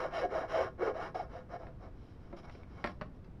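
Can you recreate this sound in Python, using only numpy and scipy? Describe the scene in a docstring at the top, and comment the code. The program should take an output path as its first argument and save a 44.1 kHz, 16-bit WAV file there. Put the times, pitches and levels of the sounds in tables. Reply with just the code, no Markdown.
"""Filing a thin wooden board

A hand file rasps to and fro in a slot of a thin board held on edge on a bench; the strokes grow lighter.
Snapping fibres excite the resonances of wood and steel; when the teeth bite evenly, the board buzzes.
The file is drawn out and the board is laid down with a clatter and a tap, each impact ringing freely.
A small workshop adds short reverberation and a low rumble."""
import sys
import numpy as np
from scipy import signal
from scipy.fft import rfft, irfft
from scipy.io import wavfile

SR = 44100
rng = np.random.default_rng(int(sys.argv[2]) if len(sys.argv) > 2 else 0)


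def materialize(psi):
    """Save the field psi as 16-bit PCM at rate SR to the path in sys.argv[1].

    A 1-D psi becomes a single channel; in a 2-D psi each row is a channel.
    """
    bounded = np.clip(np.atleast_2d(psi).T, -1, 1)
    quanta = np.round(bounded * 32767).astype(np.int16)
    wavfile.write(sys.argv[1], SR, quanta)


N = 149940

# Rumble and hiss of the workshop: frequency_hz, level_db
RUMBLE_SPECTRUM = [(20, -5.5), (45, -3), (100, -5.5), (170, -10), (255, -14), (400, -19), (520, -23.5),
                   (920, -31), (1500, -35.5), (2200, -42), (3300, -49), (5500, -55), (7000, -61),
                   (15500, -69)]
# Reverberation time of the room: frequency_hz, t60_s
ROOM_DECAY = [(150, 0.42), (800, 0.18), (2100, 0.16), (5500, 0.22), (14000, 0.28)]
# Reflections off the bench top and tools: delay_s, gain_db
NEAR_REFLECTIONS = [(.0013, -16), (.0029, -13.5), (.0047, -12), (.0071, -19.5)]
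# Impacts of board, file and bench: start_s, level_db, tilt_db_per_octave, ring_db, thump_db, pitch_ratio
IMPACTS = [(1.633, -47.5, -8, -4.5, -5, 0.75), (1.668, -51, -2, 0.5, -9, 0.9),
           (2.328, -47.5, -5, 3, -4, .9), (2.333, -44, -16.5, -16.5, -14, 1.11),
           (2.497, -52, -1, -4, -13, 0.87), (2.551, -49.5, -5, -6.5, -10, .95),
           (2.633, -56.5, -0.5, -15, -14, .95), (2.8417, -33.5, 1, -1, -3, 0.92),
           (2.8468, -32, -5, -2, -7.5, 0.95), (2.8599, -47, 5, -3, -12, 1.03),
           (2.8727, -40.5, 0.5, 0, 7.5, 0.97), (3.0124, -39.5, -1, -6, -21, 0.93),
           (3.0172, -41, -3.5, 0, 11.5, 1), (3.2455, -67, 3.5, 5.5, -17, 1.15)]
# Modes rung by an impact: pitch_hz, level_db, t60_s
IMPACT_MODES = [(300, -13, .14), (540, -9, .08), (622, -2, .13), (750, 0, .11), (1120, -2, .18),
                (1314, -10, .16), (1480, -8, .13), (1810, -8, .09), (2340, -7, .08), (2850, -19, .09),
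                (3510, -18, .09), (4080, -17, .08), (5340, -24, .08)]
# Contact noise of an impact: frequency_hz, level_db
CRACK_SPECTRUM = [(100, -10.5), (500, 0.5), (900, 0.5), (2300, -2), (3200, -17), (4300, -17), (5800, -23.5),
                  (6300, -37.5), (10500, -42.5), (15500, -55)]
# Spectral envelopes of the rasp, the board's boom, the tearing edge and the steel: frequency_hz, level_db
RASP_SPECTRUM = [(200, -19), (500, -2), (720, 10), (920, 1.5), (1150, 3), (1450, -2), (1950, -10),
                 (2280, -9), (2550, -31.5), (4500, -31.5), (9000, -59.5)]
BOOM_SPECTRUM = [(100, -52.5), (260, -10.5), (360, -3), (520, -0.5), (740, 9.5), (900, -18.5), (1500, -68),
                 (4000, -60)]
TEAR_SPECTRUM = [(1200, -37.5), (1800, 3), (2200, 4.5), (2450, -6.5), (2700, 1.5), (3150, 1), (3400, -7),
                 (4100, -10), (4600, -23.5), (9000, -42)]
STEEL_SPECTRUM = [(1200, -42.5), (2400, -4), (3150, -3), (3400, -2.5), (4500, -7), (5100, -4.5), (5700, -6),
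                  (6300, -21), (7200, -23), (7900, -31.5), (10400, -26), (11300, -31.5), (15500, -52.5)]
# Resonances of the board: centre_hz, width_hz, gain_db
BOARD_RESONANCES = [(370, 40, 5), (430.5, 29, 3), (505.7, 21, 12.5), (658, 26, 7), (770, 25, -1),
                    (947, 17, 0.5), (1073, 17, 11.5), (1190, 40, 5), (1319, 45, 4.5), (1425, 22, 9),
                    (1653, 22, 11), (1815, 27, 7.5), (2200, 17, -1), (2214, 55, 13.5)]
# File resonances, with treble notches from microphone and comb colouring: centre_hz, width_hz, gain_db
TREBLE_BANDS = [(2855, 40, 7), (3100, 90, 7), (3350, 90, -4), (3950, 140, 6), (4540, 110, -9),
                (4900, 80, 5), (5420, 150, 7), (5880, 45, 10), (6300, 130, -6), (6780, 110, 10),
                (7850, 300, -12), (8860, 160, 10), (9220, 200, -16), (9680, 120, 9), (10000, 80, 11),
                (10260, 100, -14), (10530, 80, 13), (11850, 80, 11)]
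# Runs of evenly biting teeth: start_s, length_s, first_rate_hz, last_rate_hz, level_db
EVEN_BITES = [(0.042, 0.021, 646, 660, -31.5), (.118, 0.097, 717, 614, -33.5),
              (.212, 0.04, 556.5, 501, -31.5), (0.233, 0.034, 728, 679, -35),
              (0.238, 0.037, 398, 368, -36.5), (.296, 0.031, 594, 603, -43), (0.299, .055, 380, 424, -38.5),
              (0.327, 0.0768, 614.6, 666, -30.5), (0.431, 0.024, 737, 690, -39.5),
              (0.525, 0.058, 651, 618, -28.5), (.563, 0.064, 447, 571.5, -29),
              (0.579, .055, 715, 679, -36.5), (0.792, 0.04, 342, 393.5, -32), (0.816, 0.027, 415, 493, -29),
              (0.856, 0.047, 427.7, 428.5, -29), (.946, 0.031, 623, 672, -34.5),
              (0.976, .045, 702, 740, -40), (1.142, 0.029, 783, 733, -37.5), (1.187, 0.033, 749, 696, -35),
              (1.348, 0.033, 690, 676, -43), (1.524, 0.053, 734, 698, -42.5),
              (1.598, 0.037, 683, 652, -50.5)]
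# Light slides of file and board: start_s, length_s, crest_fraction, wood_db, steel_db
LIGHT_SLIDES = [(1.905, 0.29, .6, -71.5, -77.5), (2.165, 0.33, 0.24, -68.5, -81),
                (2.362, 0.055, 0.2, -55, -65), (2.421, 0.045, 0.7, -55.5, -70.5),
                (2.461, 0.043, 0.7, -53.5, -73), (2.507, .11, 0, -65.5, -69.5),
                (2.573, 0.075, 0.4, -62.5, -79), (2.633, 0.29, 0.98, -56, -71),
                (2.774, 0.031, 0.4, -57.5, -90), (3.138, 0.05, .4, -82, -81)]
# Strokes of the file: start_s, length_s, crest_fraction, rasp_db, boom_db, tear_db, steel_db
FILE_STROKES = [(-.06, 0.18, 0.1, -36.5, -37.5, -51, -56.5), (0.1, 0.17, 0.45, -40, -43.5, -47.5, -55.5),
                (0.21, 0.061, 0.7, -48.5, -37.5, -61, -70), (0.279, 0.21, 0.39, -39, -38.5, -55.5, -60),
                (0.469, 0.19, 0.32, -41, -42, -50, -58.5), (0.548, 0.16, 0.39, -40, -37.5, -52.5, -60),
                (0.774, .16, 0.53, -39.5, -35, -54.5, -61), (0.927, 0.085, 0.58, -46.5, -44.5, -59, -66.5),
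                (0.987, 0.13, 0.28, -40.5, -44, -56, -60), (1.141, 0.13, 0.08, -45.5, -39.5, -62.5, -60.5),
                (1.27, .17, 0.52, -53, -49, -66, -70), (1.477, 0.1, 0.76, -48, -43.5, -66, -67),
                (1.586, 0.16, 0.08, -58.5, -51.5, -76, -77), (1.782, 0.12, 0.5, -58, -52, -78, -75)]


def amp(db):
    """Amplitude ratio of a level in decibels."""
    return 10 ** (np.asarray(db) / 20)


def unit(x):
    """Normalisation to an rms of 1."""
    return x / np.sqrt(np.mean(x ** 2) + 1e-20)


def curve_at(points, hz):
    """Interpolation on a logarithmic frequency axis."""
    f, value = np.transpose(points)
    return np.interp(np.log(hz + 1), np.log(f + 1), value)


def add(mix, start_s, sound):
    """Superposition: a sound joins the mix at its start time."""
    at = round(start_s * SR)
    sound = sound[max(-at, 0):]
    part = mix[max(at, 0):][:len(sound)]
    part += sound[:len(part)]


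def colour(x, spectrum, bands=(), tilt_db=0, size=8192):
    """Minimum-phase filtering by a spectral envelope, a tilt per octave, Lorentzian peaks and notches."""
    hz = np.fft.rfftfreq(size, 1 / SR)
    db = curve_at(spectrum, hz) + tilt_db * np.log2(np.clip(hz, 300, 6000) / 1000)
    for centre_hz, width_hz, gain_db in bands:
        db = db + gain_db / (1 + (2 * (hz - centre_hz) / width_hz) ** 2)
    log_gain = np.log(amp(np.r_[db, db[-2:0:-1]]))
    response = np.exp(np.conj(signal.hilbert(log_gain)))
    taps = np.fft.ifft(response).real[:size // 2]
    return signal.fftconvolve(x, taps)[:len(x)]


def wander(rate_hz):
    """Random modulation: low-pass noise with an rms of 1."""
    hz = np.fft.rfftfreq(N, 1 / SR)
    return unit(irfft(rfft(rng.standard_normal(N)) * np.exp(-(hz / rate_hz) ** 2), N))


def swell(length_s, crest, steepness=1):
    """Amplitude envelope: a skewed half sine, from rest to a crest and back."""
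    progress = np.linspace(0, 1, max(int(length_s * SR), 2))
    skewed = np.interp(progress, [0, np.clip(crest, .02, .98), 1], [0, .5, 1])
    return np.abs(np.sin(np.pi * skewed)) ** steepness


def workshop_rumble(level_db=-50.5):
    """Stationary noise: a low rumble with a faint hiss."""
    gain = amp(curve_at(RUMBLE_SPECTRUM, np.fft.rfftfreq(N, 1 / SR)))
    return amp(level_db) * unit(irfft(rfft(rng.standard_normal(N)) * gain, N))


def room(x, echoes_per_s=3000):
    """Reverberation: sparse reflections decay exponentially, the bass lasting longest."""
    t = np.arange(SR // 2) / SR
    echoes = rng.choice([-1., 1.], len(t)) * (rng.random(len(t)) < echoes_per_s / SR) * (t > .003)
    hz, times, spectra = signal.stft(echoes, SR, nperseg=256)
    decay = amp(-60 * times / curve_at(ROOM_DECAY, hz)[:, None])
    tail = signal.istft(spectra * decay, SR)[1]
    return signal.fftconvolve(x, tail / np.linalg.norm(tail))[:N]


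def bench_reflections(x):
    """Comb filtering: echoes from near surfaces interfere with the direct sound."""
    out = x.copy()
    for delay_s, gain_db in NEAR_REFLECTIONS:
        add(out, delay_s, amp(gain_db) * x)
    return out


def knocks(crack_t60_s=.024, thump_hz=172, thump_t60_s=.07, rise_s=.0005):
    """Impact excitation: a short crack, damped free vibration of the wood and a thump of the bench."""
    out, t = np.zeros(N), np.arange(SR // 3) / SR
    fade = lambda t60_s: np.exp(-np.log(1000) * t / t60_s)
    rise = 1 - np.exp(-(t / rise_s) ** 2)
    thump = fade(thump_t60_s) * np.sin(2 * np.pi * thump_hz * t)
    for start_s, level_db, tilt_db, ring_db, thump_db, pitch_ratio in IMPACTS:
        crack = colour(rng.standard_normal(len(t)) * fade(crack_t60_s), CRACK_SPECTRUM, tilt_db=tilt_db)
        crack /= crack[:SR // 200].std()  # unit strength over the first 5 ms
        ring = np.zeros(len(t))
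        for hz, mode_db, t60_s in IMPACT_MODES:
            gain = amp(mode_db + tilt_db * np.log2(hz / 1000))
            ring += gain * fade(t60_s) * np.sin(2 * np.pi * (hz * pitch_ratio * t + rng.random()))
        body = rise * (amp(ring_db) * ring + amp(thump_db) * thump) / 2
        add(out, start_s, amp(level_db) * (crack + body))
    return out


def tooth_buzz(jitter_fraction=.05, flutter_db=2.0, click_db=-15):
    """Forced vibration: evenly spaced teeth pluck the board, which hums at their rate, a click a tooth."""
    hum, pulses = np.zeros((2, N))
    jitter = 1 + jitter_fraction * wander(rate_hz=180)
    flutter = amp(flutter_db * wander(rate_hz=97))
    for start_s, length_s, first_hz, last_hz, level_db in EVEN_BITES:
        arch = swell(length_s, crest=.56)
        span = round(start_s * SR) + np.arange(len(arch))
        teeth_passed = np.cumsum(np.linspace(first_hz, last_hz, len(arch)) * jitter[span]) / SR
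        force = amp(level_db) * arch * flutter[span]
        add(hum, start_s, force * np.sin(2 * np.pi * teeth_passed))
        add(pulses, start_s, force * unit(np.diff(np.floor(teeth_passed), prepend=0)))
    clicks = colour(pulses, RASP_SPECTRUM, BOARD_RESONANCES)
    filter_gain = colour(rng.standard_normal(N), RASP_SPECTRUM, BOARD_RESONANCES).std()
    return hum + amp(click_db) * clicks / filter_gain


def fibre_snaps(snaps_per_s=2600, spread_db=3.0, hiss_ratio=.55):
    """Shot noise: wood fibres snap at random times and strengths, over a steady hiss."""
    sizes = amp(spread_db * np.minimum(rng.exponential(1, N), 4))
    snaps = sizes * rng.choice([-1., 1.], N) * (rng.random(N) < snaps_per_s / SR)
    return unit(snaps) + hiss_ratio * rng.standard_normal(N)


def filing(wood_steepness=1.17, treble_steepness=1.66):
    """Source and filter: snaps swell with each stroke and ring the board, its torn edge and the file."""
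    rasp, boom, tear, steel = np.zeros((4, N))  # amplitude envelopes
    for start_s, length_s, crest, rasp_db, boom_db, tear_db, steel_db in FILE_STROKES:
        arch = swell(length_s, crest, wood_steepness)
        treble_arch = swell(length_s, crest, treble_steepness)
        add(rasp, start_s, amp(rasp_db) * arch)
        add(boom, start_s, amp(boom_db) * arch)
        add(tear, start_s, amp(tear_db) * treble_arch)
        add(steel, start_s, amp(steel_db) * treble_arch)
    for start_s, length_s, crest, wood_db, steel_db in LIGHT_SLIDES:
        arch = swell(length_s, crest, wood_steepness)
        add(rasp, start_s, amp(wood_db) * arch)
        add(steel, start_s, amp(steel_db) * arch)
    snaps = fibre_snaps()

    def excite(envelope, spectrum, bands):
        return colour(snaps * envelope, spectrum, bands) / colour(snaps, spectrum, bands).std()

    board = excite(rasp, RASP_SPECTRUM, BOARD_RESONANCES) + excite(boom, BOOM_SPECTRUM, BOARD_RESONANCES)
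    edge = excite(tear, TEAR_SPECTRUM, BOARD_RESONANCES + TREBLE_BANDS)
    blade = excite(steel, STEEL_SPECTRUM, TREBLE_BANDS)
    return board + edge + bench_reflections(blade)


def scene(filing_room_db=-9, knock_room_db=-5.5):
    """Superposition of direct sound, reverberation and background noise in one channel."""
    work, hits = filing() + tooth_buzz(), knocks()
    reverberation = amp(filing_room_db) * room(work) + amp(knock_room_db) * room(hits)
    return (work + hits + reverberation + workshop_rumble())[None]


def record(dry):
    """Band limiting by a linear-phase low-pass filter."""
    cutoff_hz = 15700
    taps = signal.firwin(511, cutoff_hz, window=("kaiser", 9), fs=SR)
    padded = np.pad(dry[0], len(taps) // 2, "reflect")
    return signal.oaconvolve(padded, taps, "valid")[None]


dry = scene()
out = record(dry)
materialize(out)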